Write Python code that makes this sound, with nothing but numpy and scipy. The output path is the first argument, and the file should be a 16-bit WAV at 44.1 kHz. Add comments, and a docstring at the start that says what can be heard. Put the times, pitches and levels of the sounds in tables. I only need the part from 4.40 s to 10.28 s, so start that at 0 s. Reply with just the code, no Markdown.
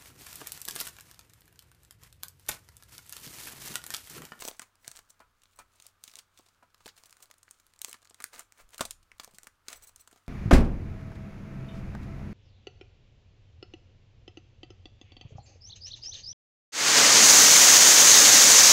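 """Creases of a stiff clear plastic pack snap through as hands pry it open: bursts of noise, with a ringing panel.
The sheet rustles, mostly under the fingers, as swelling crackle and hiss; metal parts inside scrape as driven modes.
The pack thumps low (damped sines) and knocks hollowly (struck modes); a few faint squeaks glide down.
Echoes of a small cluttered room and a desk top follow as decaying noise; forearms bump the desk as low rumble.
Far off, a fan gives coloured noise and a wavering hum."""
import sys
import numpy as np
from scipy import signal
from scipy.fft import rfft, irfft, next_fast_len
from scipy.io import wavfile

SR = 44100
rng = np.random.default_rng(int(sys.argv[2]) if len(sys.argv) > 2 else 0)


def master_out(mix):
    """Clip the mix to full scale and print it as 16-bit PCM to the path in sys.argv[1]."""
    frames = np.transpose(np.atleast_2d(mix))
    ceiling = np.clip(frames, -1, 1)
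    pcm = np.round(ceiling * 32767).astype(np.int16)
    wavfile.write(sys.argv[1], SR, pcm)


N = 259341  # length in samples

# Creases snapping; levels hold before the sheet colours them, crack_db is energy over 1 ms:
# start_s, crack_db, sizzle_above_crack_db, panel_above_crack_db, panel_hz, length_ms
CREASE_SNAPS = [(0.0222, -37, 2, 2.5, 1110.0, 2.7), (0.0515, -37.5, 5.0, 0, 800, 2.4),
                (0.0778, -42.5, 13.5, 4.5, 890.0, 1.9), (0.0839, -33.5, 5.5, -0.5, 885, 2.7),
                (0.1126, -44.5, -3.0, -0.5, 825, 1.8), (0.147, -57, -18, 4, 1430, 4.2),
                (0.195, -38.0, 4.5, 5, 1660, 2.2), (0.218, -45.5, 5, 4.5, 1300, 3.5),
                (0.355, -63.5, 5.5, -2, 1080.0, 1.7), (0.4455, -49.5, -5, 3, 1690, 5.3),
                (0.463, -65, 9, 8.0, 1560, 2.2), (0.4789, -39, 8, -2, 1200, 1.45),
                (0.5148, -46.0, 7, -1, 1820.0, 2.9), (0.5526, -49, -4, -2.0, 1520.0, 6.9),
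                (0.5612, -56, 12, -14, 1520.0, 0.47), (0.5678, -50.5, 7, -4, 1260.0, 0.6),
                (0.5729, -48, 2, -11, 1170.0, 1), (0.59, -47.5, 4, 3.0, 1280, 3.5),
                (0.704, -59.5, 13.5, -3.5, 1180.0, 3.3), (0.8023, -57.5, 1, 11.0, 1060.0, 6.3),
                (1.0186, -60.5, 1.5, -5, 1460.0, 3.2), (1.0346, -56.5, 3.5, -7, 1300.0, 3.7),
                (1.056, -57.5, -11, -1.0, 1520, 1.7), (1.1888, -48.5, 6, 6.0, 1100, 8.5),
                (1.4, -50, 1.5, -9, 990, 3.1), (1.423, -55, 8, -15, 1460.0, 1.5),
                (1.4565, -55.0, -8, -5.5, 940.0, 3.5), (1.4662, -51.5, 12.5, -25, 1530.0, 1.9),
                (1.6384, -43.5, 8.5, -6.5, 1760, 1.9), (1.678, -43.0, 0.5, -10.5, 1250, 4.6),
                (1.6964, -53, -2, -5, 1550.0, 1.9), (1.714, -52, 0, -15, 1230.0, 3.1),
                (1.7372, -49.5, 1.0, -5.5, 1220.0, 2.1), (1.7558, -44, 4.5, -12.5, 1620.0, 0.92),
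                (1.7688, -52.0, 6, -7.5, 830, 1.8), (1.7878, -41, 2.5, -10, 1530, 5.2),
                (1.9748, -51.5, -2.0, -13.0, 1370, 2.2), (1.9891, -57.5, 7, -3.0, 1300, 1.5),
                (1.994, -59, -10, 6, 850, 4.4), (2.0624, -58.5, 0, -3.5, 940.0, 6.3),
                (2.0862, -59.5, 1.5, -5.0, 1100, 5), (2.2284, -64.5, 1, 11.0, 920, 7.5),
                (2.345, -54.0, 1, 1, 1400, 1.8), (2.4053, -59.5, -3, 7.5, 1210, 6.1),
                (2.459, -42, -3, -3.5, 1120, 3.4), (2.4645, -47.0, 5.5, 2, 650, 2.6),
                (2.4782, -44, 0, 4, 1900, 3), (2.487, -41.5, -7, -4.5, 1900, 8.2),
                (2.5655, -57, 2, -3.0, 1420.0, 4.2), (2.5771, -51, 4, -1.5, 1340.0, 7.3),
                (2.6365, -48, -1, -1.5, 1770, 0.67), (2.6573, -54, 6, -12, 484, 4.7),
                (2.6958, -58, 4, -10, 1410.0, 1.1), (2.7076, -62, 12.5, -12, 1320.0, 3.0),
                (2.727, -49, 1.5, 0, 1750, 1.1), (2.7684, -58, 5, 5, 1700, 1.9),
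                (2.8035, -61, 7, 5.5, 1000, 4.5), (2.825, -49.5, 7.5, -9, 1450.0, 7.9),
                (2.9011, -61.0, 2, 5, 930, 4.1), (2.9118, -47.5, 3.0, 1.5, 1710, 1.6),
                (2.9402, -74, 17.5, 5, 1140, 1.6), (2.9817, -71, 17.5, -11, 1040.0, 3.5),
                (3.0305, -57.5, 9.5, 0, 1340.0, 2.9), (3.0798, -59.5, -11, 12.5, 1680, 4.1),
                (3.11, -55.5, 15.5, -1, 1230.0, 2.5), (3.1987, -61, 7, 1, 1310, 4.4),
                (3.2667, -64, 13.5, -4, 1210.0, 0.7), (3.337, -58.0, 2.0, 0, 1570.0, 1.8),
                (3.3912, -61, 12.5, -11, 1070.0, 0.8), (3.417, -37, 11, -11, 1510.0, 1.2),
                (3.4466, -31.5, 6, -3.5, 1760, 1.1), (3.483, -49.0, 5.0, 1, 1050, 4.4),
                (3.4937, -61.0, 21, 3, 407, 4), (3.5121, -50.5, 9, -2, 1400, 4.3),
                (3.5293, -38.5, 4.5, -4, 1750, 1.4), (3.5419, -45, -3, 5.5, 1560, 5.6),
                (3.6274, -59, 3.0, 3, 1150, 3.3), (3.654, -59, 2, 6.5, 1510, 1.4),
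                (3.6732, -55, -3, -9, 1230, 1.6), (3.6964, -63, 7, -5, 1330.0, 0.85),
                (3.7078, -54, -2, -2, 830, 2.8), (3.7444, -49.5, 2.5, -4, 1750, 2),
                (3.8026, -46, 5, 8, 1470, 3.4), (3.8222, -49, 9, 1, 1960.0, 1.7),
                (3.8412, -35, 10.5, 6, 1700, 1.3), (3.933, -49.5, 2.5, -5, 1400, 5.6),
                (3.9608, -47, -2, 0, 1330.0, 1.9), (3.9935, -47, 14, 3, 1430, 3),
                (4.0063, -50.5, 7, 5, 1300, 3.6), (4.1227, -54, 5.5, 4, 1850, 0.39),
                (4.1882, -66, 1, 12, 1400, 12), (4.306, -66.5, 13, -1.0, 1060.0, 0.68),
                (4.3446, -46, 4, -7.5, 1060, 2), (4.3804, -42.5, 8.5, -4, 1480.0, 3.2),
                (4.394, -47, 5.0, 13, 1320.0, 3.7), (4.408, -25, 3, 5.5, 1030, 5),
                (4.4522, -35.5, 6.5, -6.5, 846, 5.2), (4.5087, -37.5, 8.5, -12, 1260, 2),
                (4.7166, -49.5, -7, 8.5, 1880, 2.4), (4.7979, -35.0, -5, -0.5, 1270, 2.2),
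                (4.8337, -48, 5, 4, 1580.0, 11), (4.8455, -49.5, 12.0, -4, 895, 1.7),
                (4.8763, -56.0, 2, 5.5, 700, 3.2), (4.9103, -63, 7.5, -4, 880.0, 4.6),
                (4.9374, -65, 8.0, 5, 366, 1.7), (4.9453, -54, 6, -8, 357, 15),
                (4.9847, -48.5, 9.5, 4.5, 1560, 1.5), (5.0326, -56, 12.5, 2, 1260, 2),
                (5.0702, -47.5, 7, 8, 1450, 2.9), (5.2832, -34, 0.5, -5.0, 1440, 3.9),
                (5.3289, -39.5, 4.5, -1, 1550, 4.1), (5.3586, -62, 1, -4.0, 1370.0, 7.1),
                (5.4224, -61, 11, -3, 1070.0, 4.6), (5.4717, -63, 20, -1.5, 1000.0, 9.3),
                (5.5605, -56.5, 14, -4, 1260, 3), (5.5967, -66.5, 13, 0.0, 840.0, 5.7),
                (5.6748, -52.5, 6, 4, 1250, 3.5), (5.7117, -63, 10, 10.5, 1560, 8.1),
                (5.728, -56.5, 2, 0, 720, 4.5), (5.7603, -60.5, 2, 4.5, 900, 2.6),
                (5.7752, -64, 1.0, 2, 1190.0, 3.1)]
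PANEL_T60_CYCLES = 4.6
# the pack's body against its panel, at a panel pitch of 1 kHz; never louder than the panel
BODY_DB, BODY_DB_PER_OCTAVE = -4.5, -11


def snaps(rise_ms=0.047, fade_exponent=1.03, onset_boost_ms=2.9, onset_fade_ms=0.3):
    """Buckling: a crease lets go as a burst of micro-cracks, and each part of the sheet answers at its own level."""
    start_s, crack_db, sizzle_db, panel_db, panel_hz, length_ms = np.vstack([CREASE_SNAPS, ticks()]).T
    octaves = np.log2(panel_hz / 1000)
    body_db = panel_db + np.minimum(BODY_DB + BODY_DB_PER_OCTAVE * octaves, 0)

    t_ms = np.arange(1536) / SR * 1000
    rise = 1 - np.exp(-t_ms / rise_ms)
    fade = np.exp(-(t_ms / np.clip(length_ms, 0.2, 15)[:, None]) ** fade_exponent)
    # short snaps start hardest
    onset = 1 + onset_boost_ms / length_ms[:, None] * np.exp(-t_ms / onset_fade_ms)
    envelope = rise * fade * onset + 1e-12
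    micro_cracks = envelope * rng.standard_normal((len(start_s), len(t_ms)))

    crack = band(micro_cracks, 2350, 5260)
    sizzle = band(band(micro_cracks, 5500, 14800), 5900, 16000)
    panel = np.array([ring(band(burst, 0.42 * hz, 3.1 * hz), hz, PANEL_T60_CYCLES / hz)
                      for burst, hz in zip(micro_cracks, panel_hz)])
    body = band(micro_cracks, 210, 800)

    bursts = 0
    for part, above_db in [(crack, 0), (sizzle, sizzle_db), (panel, panel_db), (body, body_db)]:
        energy = np.sum(part ** 2, axis=1) / SR * 1000
        gain = from_db(crack_db + above_db) / np.sqrt(energy)
        bursts = bursts + part * gain[:, None]

    out = np.zeros(N + len(t_ms))
    first_sample = (start_s * SR).astype(int)
    np.add.at(out, first_sample[:, None] + np.arange(len(t_ms)), bursts)
    return out[:N]


TICKS_PER_S = 8
TICK_DB, TICK_SPREAD_DB, TICK_MS = -67, 5.5, 2.3  # mean and spread of crack level, median length


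def ticks():
    """Random release: faint creases let go at chance times, as rows with the columns of the snaps."""
    count = int(TICKS_PER_S * N / SR)
    uniform, normal = rng.random((count, 2)), rng.standard_normal((count, 4))
    start_s = uniform[:, 0] * N / SR
    crack_db = TICK_DB + TICK_SPREAD_DB * normal[:, 0]
    sizzle_db = 2.5 + 6.0 * normal[:, 1]
    panel_db = -5 + 6.0 * normal[:, 2]
    panel_hz = 800 * 2.5 ** uniform[:, 1]
    length_ms = TICK_MS * from_db(4.0 * normal[:, 3])
    return np.c_[start_s, crack_db, sizzle_db, panel_db, panel_hz, length_ms]


# The sheet rustling: finger strokes, and one short burst of crackle (at 3.415 s) just before a snap.
# Levels hold before the sheet colours them; swell and fade are times for 20 dB:
# peak_s, crisp_rustle_db, dull_rustle_above_crisp_db, swell_ms, fade_ms
RUSTLE_SWELLS = [(0.0, -45.5, -7.5, 50, 168), (0.09, -56, 3, 100, 56), (0.219, -55, -1.5, 20, 54),
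                 (0.485, -55.5, -7, 74, 141), (0.57, -58, -0.5, 53, 48), (0.702, -70.5, -8, 118, 90),
                 (0.814, -67.5, 6, 33, 51), (1.13, -71.5, -17, 350, 64), (1.198, -56.5, 2, 26, 41),
                 (1.471, -61, -9.5, 211, 51), (1.648, -59, -12, 34, 144), (1.799, -57.5, -6, 107, 25),
                 (1.985, -67.5, -18, 98, 270), (2.236, -75, 8, 20, 30), (2.487, -59.5, -14, 125, 33),
                 (2.578, -65, -4, 59, 598), (2.832, -65, 2, 55, 32), (3.116, -69, -9, 120, 503),
                 (3.415, -55, -7, 5, 10), (3.488, -58, -2, 115, 126), (3.808, -63, 7, 25, 33),
                 (3.85, -57.5, -17, 98, 54), (3.942, -50.5, -1.5, 25, 78), (3.997, -50, -2.5, 45, 41),
                 (4.208, -54, -2.5, 59, 35), (4.346, -55.5, -3.5, 47, 37), (4.412, -41, -3.5, 22, 54),
                 (4.512, -51.5, -14, 16, 23), (4.801, -47.5, -5.5, 2, 26), (4.916, -72.5, -0.5, 394, 73),
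                 (5.079, -67.5, -4, 303, 74), (5.291, -50.5, -2, 22, 108), (5.326, -49.5, -2.5, 50, 63),
                 (5.44, -59.5, -4, 62, 88), (5.606, -62.5, -8, 48, 61), (5.724, -68, -6.5, 70, 253)]
# Spectrum of the crisp rustle, relative levels: frequency_hz, level_db (per Hz)
CRISP_SPECTRUM = [(1500, -38), (2200, -2), (4300, -5), (8000, -7), (12000, -5), (17000, -2.5)]
# Frequency ranges of the tiny crackles: low_hz, high_hz
CRACKLE_RANGES = [(300, 2500), (1200, 5000), (2500, 8000), (4000, 12000), (6000, 18000), (2000, 18000)]


def rustle():
    """Granular noise: tiny crackles in several frequency ranges mix with hiss, and swell and fade together."""
    peak_s, crisp_db, dull_db, swell_ms, fade_ms = np.transpose(RUSTLE_SWELLS)
    crackles = 0
    for low_hz, high_hz in CRACKLE_RANGES:
        crackles = crackles + band(grains(300, 5.0), low_hz, high_hz) / np.sqrt(high_hz - low_hz)
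    crackles = rms_one(shaped(crackles, [(300, -2.5), (16000, 6)]))
    hiss = 1.16 * rng.standard_normal(N)
    texture = (crackles + hiss) * from_db(2.0 * drift(60))
    crisp = rms_one(shaped(texture, CRISP_SPECTRUM)) * swells(peak_s, crisp_db, swell_ms, fade_ms)
    dull = rms_one(band(texture, 370, 2090)) * swells(peak_s, crisp_db + dull_db, swell_ms, fade_ms)
    return crisp + dull


# Colour the plastic gives to snaps and rustle: frequency_hz, gain_db
SHEET_RESPONSE = [(1500, -2), (3000, 0.5), (4300, 2.5), (5300, 0.5), (6700, 4), (9000, 2), (11000, -6),
                  (13000, -6.5), (15500, -6)]


def sheet_colour(x):
    """Linear filtering: the sheet radiates some frequencies more strongly than others."""
    return shaped(x, SHEET_RESPONSE)


# Metal parts scraping: start_s, length_ms, level_db
METAL_SCRAPES = [(0.001, 14, -63.5), (0.037, 67, -62.5), (0.41, 35, -89), (0.696, 10, -74.5),
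                 (1.158, 8.5, -79.5), (2.657, 13, -76), (2.821, 20.5, -73.5), (3.475, 32, -67.5),
                 (5.357, 20, -72), (5.425, 24, -69.5), (5.469, 27, -73.5), (5.6, 14.7, -71.5),
                 (5.712, 18, -93)]
# Modes of the metal parts, levels relative to the scrape: pitch_hz, level_db, t60_s
METAL_MODES = [(4115, 3, 0.029), (5890, 5.5, 0.022), (8050, 10.5, 0.026), (8900, -22, 0.0086),
               (10580, 3.5, 0.019), (12170, 2.5, .018), (14000, 5, .018), (15400, 7, .016)]


def scrapes(end_exponent=14.0, uneven_db=1.5):
    """Slip-driven resonance: dense slips drive the short modes of the metal parts, with changing grip on each."""
    t, push = np.arange(N) / SR, np.zeros(N)
    for start_s, length_ms, level_db in METAL_SCRAPES:
        progress = (t - start_s) * 1000 / length_ms
        hold = (progress > 0) * np.exp(-np.clip(progress, 0, 5) ** end_exponent)  # steady, then a quick end
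        push += from_db(level_db) * hold
    out = 0
    for hz, level_db, t60_s in METAL_MODES:
        slips = rms_one(grains(3900, 4.4)) * from_db(uneven_db * drift(65))
        steady_level = np.std(ring(slips, hz, t60_s))
        out = out + from_db(level_db) * ring(slips * push, hz, t60_s) / steady_level
    return out


# The whole pack thumping low; envelope_db is the swing's envelope at its start: start_s, envelope_db, pitch_hz
PACK_THUMPS = [(0.022, -48, 350), (0.0839, -47, 400), (0.4787, -53, 133), (1.677, -60, 252),
               (1.994, -56, 330), (2.459, -41.5, 400), (3.483, -50, 450), (3.71, -61, 473),
               (4.408, -24, 402), (4.407, -52, 120), (4.8765, -52.5, 417), (4.9374, -55.5, 193),
               (5.2832, -48.5, 420), (5.728, -58, 334)]
THUMP_T60_CYCLES = 10.2


def thumps():
    """Damped oscillation: one soft push sets a low swing going, which dies away exponentially."""
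    out = np.zeros(N)
    t = np.arange(SR // 8) / SR
    for start_s, envelope_db, hz in PACK_THUMPS:
        envelope = from_db(envelope_db - 60 * t * hz / THUMP_T60_CYCLES)
        first = int(start_s * SR)
        out[first:first + len(t)] += envelope * np.sin(2 * np.pi * hz * t)
    return out


# The pack knocking on something hollow; levels before chance and the final band: start_s, level_db
HOLLOW_KNOCKS = [(0.802, -53), (0.819, -53.5), (1.188, -43), (1.199, -45), (1.204, -60), (2.226, -50.5),
                 (4.408, -31)]
# Modes of the hollow body, levels relative to the knock: pitch_hz, level_db, t60_s
HOLLOW_MODES = [(863, -8.5, 0.052), (987, -11.5, 0.14), (1100, -18.5, 0.058), (1305, -15.5, 0.16),
                (1434, -8.5, 0.075), (2390, -15, 0.078)]


def knocks(uneven_db=4.5):
    """Modal excitation: each knock strikes every hollow mode with a strength and sign of its own."""
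    start_s, knock_db = np.transpose(HOLLOW_KNOCKS)
    strength = rng.standard_normal((len(start_s), len(HOLLOW_MODES)))
    sign = np.sign(rng.standard_normal((len(start_s), len(HOLLOW_MODES))))
    out = 0
    for mode, (hz, level_db, t60_s) in enumerate(HOLLOW_MODES):
        clicks = np.zeros(N)
        strike_db = knock_db + level_db + uneven_db * strength[:, mode]
        clicks[(start_s * SR).astype(int)] = from_db(strike_db) * sign[:, mode]
        out = out + ring(clicks, hz, t60_s)
    return band(out, 540, 3900)


# Faint thin squeaks, peak levels: start_s, length_s, start_pitch_hz, end_pitch_hz, level_db
FALLING_SQUEAKS = [(0.61, .085, 15250, 14450, -87), (0.715, .095, 14300, 12700, -90),
                   (0.77, .065, 15550, 14500, -87), (0.83, .04, 12400, 11400, -89)]


def squeaks():
    """Frequency glide: near-pure tones fall in pitch and swell in the middle."""
    t, out = np.arange(N) / SR, 0
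    for start_s, length_s, start_hz, end_hz, level_db in FALLING_SQUEAKS:
        progress = np.clip((t - start_s) / length_s, 0, 1)
        pitch_hz = start_hz + (end_hz - start_hz) * progress
        phase = 2 * np.pi * np.cumsum(pitch_hz) / SR
        swell = np.sqrt(np.sin(np.pi * progress) + 1e-12)
        out = out + from_db(level_db) * swell * np.sin(phase)
    return out


ROOM_T60_S, ROOM_DB, ROOM_LOW_HZ, ROOM_HIGH_HZ = 0.19, -13, 199.5, 12300
DESK_T60_S, DESK_DB, DESK_LOW_HZ, DESK_HIGH_HZ = 0.16, -14.5, 800, 1500


def room(x):
    """Reverberation: diffuse reflections from shelves and walls, and the hollow ring of the desk top."""
    walls = from_db(ROOM_DB) * tail(x, ROOM_T60_S, ROOM_LOW_HZ, ROOM_HIGH_HZ)
    desk = from_db(DESK_DB) * tail(x, DESK_T60_S, DESK_LOW_HZ, DESK_HIGH_HZ)
    return walls + desk


ECHO_GAP_S = 0.00072  # silence before the first reflection


def tail(x, t60_s, low_hz, high_hz):
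    """Exponential decay: convolution with fading noise puts a band-limited tail behind every sound."""
    t = np.arange(SR // 2) / SR
    decay = from_db(-60 * t / t60_s)
    echo = band(rng.standard_normal(len(t)) * decay * (t > ECHO_GAP_S), low_hz, high_hz)
    return signal.fftconvolve(x, echo / np.sqrt(np.sum(decay ** 2)))[:N]


# Forearms bumping the desk; fade is the time for 20 dB: peak_s, level_db, fade_ms
DESK_BUMPS = [(0.0, -56.5, 130), (0.56, -73, 160), (0.83, -78, 400), (1.21, -65.5, 110), (2.42, -73, 190),
              (3.96, -71, 177), (4.24, -62.5, 116), (4.418, -57, 320), (4.749, -75, 599), (5.36, -65, 177),
              (5.52, -70, 176)]
BUMP_SWELL_MS, RESTING_DB = 47, -81.5  # rise time for 20 dB, steady rumble under the bumps


def rumble():
    """Structure-borne sound: forearms working on the desk shake the microphone through its stand."""
    peak_s, level_db, fade_ms = np.transpose(DESK_BUMPS)
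    swell_ms = np.full(len(peak_s), BUMP_SWELL_MS)
    shaking = from_db(RESTING_DB) + swells(peak_s, level_db, swell_ms, fade_ms)
    return shaking * rms_one(band(rng.standard_normal(N), 3.0, 53.4))


# Spectrum of the room tone, relative levels: frequency_hz, level_db (per Hz)
AIR_SPECTRUM = [(30, -19), (60, -30), (95, 2.5), (140, -2), (360, -5.5), (750, -6.5), (1280, 2.5),
                (1950, -7.5), (3500, -11), (4200, -12.5), (8400, -18), (15500, -21), (17000, -41)]
AIR_DB = -74  # before its slow drift
HUM_HZ, HUM_WAVER_HZ, HUM_DB = 93, 2.9, -79.5  # mean pitch, its rms waver, amplitude before its drift


def room_tone():
    """Broadband and tonal fan noise: coloured far-off air noise with a low hum that wavers in pitch and level."""
    pitch_hz = HUM_HZ + HUM_WAVER_HZ * drift(3.6)
    hum = np.sin(2 * np.pi * np.cumsum(pitch_hz) / SR) * from_db(1.6 * drift(7.6))
    air = rms_one(shaped(rng.standard_normal(N), AIR_SPECTRUM)) * from_db(0.66 * drift(2.74))
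    return from_db(AIR_DB) * air + from_db(HUM_DB) * hum


def from_db(db):
    """Decibel law: level in dB to amplitude gain."""
    return 10 ** (np.asarray(db) / 20)


def rms_one(x):
    """Normalisation: scale to an rms of 1."""
    return x / np.sqrt(np.mean(x ** 2) + 1e-20)


def band(x, low_hz, high_hz):
    """Band-pass filtering: keep the range between two frequencies."""
    return signal.sosfilt(signal.butter(2, [low_hz, high_hz], "band", fs=SR, output="sos"), x)


def shaped(x, points):
    """Spectral shaping: filter by a curve of (Hz, dB) points, straight over log frequency."""
    size = next_fast_len(N)
    hz = np.maximum(np.arange(size // 2 + 1) * SR / size, 1)
    point_hz, point_db = np.array(points).T
    gain_db = np.interp(np.log(hz), np.log(point_hz), point_db)
    return irfft(rfft(x, size) * from_db(gain_db), size)[:N]


def drift(rate_hz):
    """Low-passed noise: a slow random wander of rms 1."""
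    pole = np.exp(-2 * np.pi * rate_hz / SR)
    noise = rng.standard_normal(N + SR)
    settled = signal.lfilter([1], [1, -2 * pole, pole * pole], noise)[SR:]
    return rms_one(settled)


def ring(x, hz, t60_s):
    """Two-pole resonance: a unit click sets a decaying sine of height 1 ringing."""
    radius, angle = from_db(-60 / (t60_s * SR)), 2 * np.pi * hz / SR
    feedback = [1, -2 * radius * np.cos(angle), radius * radius]
    return signal.lfilter([0, np.sin(angle)], feedback, x + 1e-18)


def grains(per_s, spread_db):
    """Random impulses: clicks at chance times, with a long tail of sizes."""
    size_db = spread_db * np.minimum(rng.exponential(1, N), 4)
    sizes = from_db(size_db) * rng.choice([-1, 1], N)
    return sizes * (rng.random(N) < per_s / SR)


def swells(peak_s, level_db, swell_ms, fade_ms):
    """Power addition: gain of events that rise to a peak and fade, each straight in dB."""
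    step = 32  # samples between computed gains
    late_ms = (np.arange(0, N + step, step) / SR - np.c_[peak_s]) * 1000
    drop_db = 20 * np.maximum(-late_ms / np.c_[swell_ms], late_ms / np.c_[fade_ms])
    gain = np.sqrt(np.sum(from_db(np.c_[level_db] - drop_db) ** 2, axis=0))
    return np.interp(np.arange(N) / step, np.arange(len(gain)), gain)


def scene():
    """Superposition: the pack, its reflections, the knocks and the background add up."""
    pack = sheet_colour(snaps() + rustle()) + scrapes() + squeaks() + thumps()
    return (pack + room(pack) + knocks() + rumble() + room_tone())[None]


def record(dry):
    """Low-pass filtering: a steep cut leaves everything above 16.8 kHz at least 60 dB down."""
    return signal.sosfilt(signal.cheby2(14, 60, 16800, fs=SR, output="sos"), dry)


dry = scene()
out = record(dry)
master_out(out)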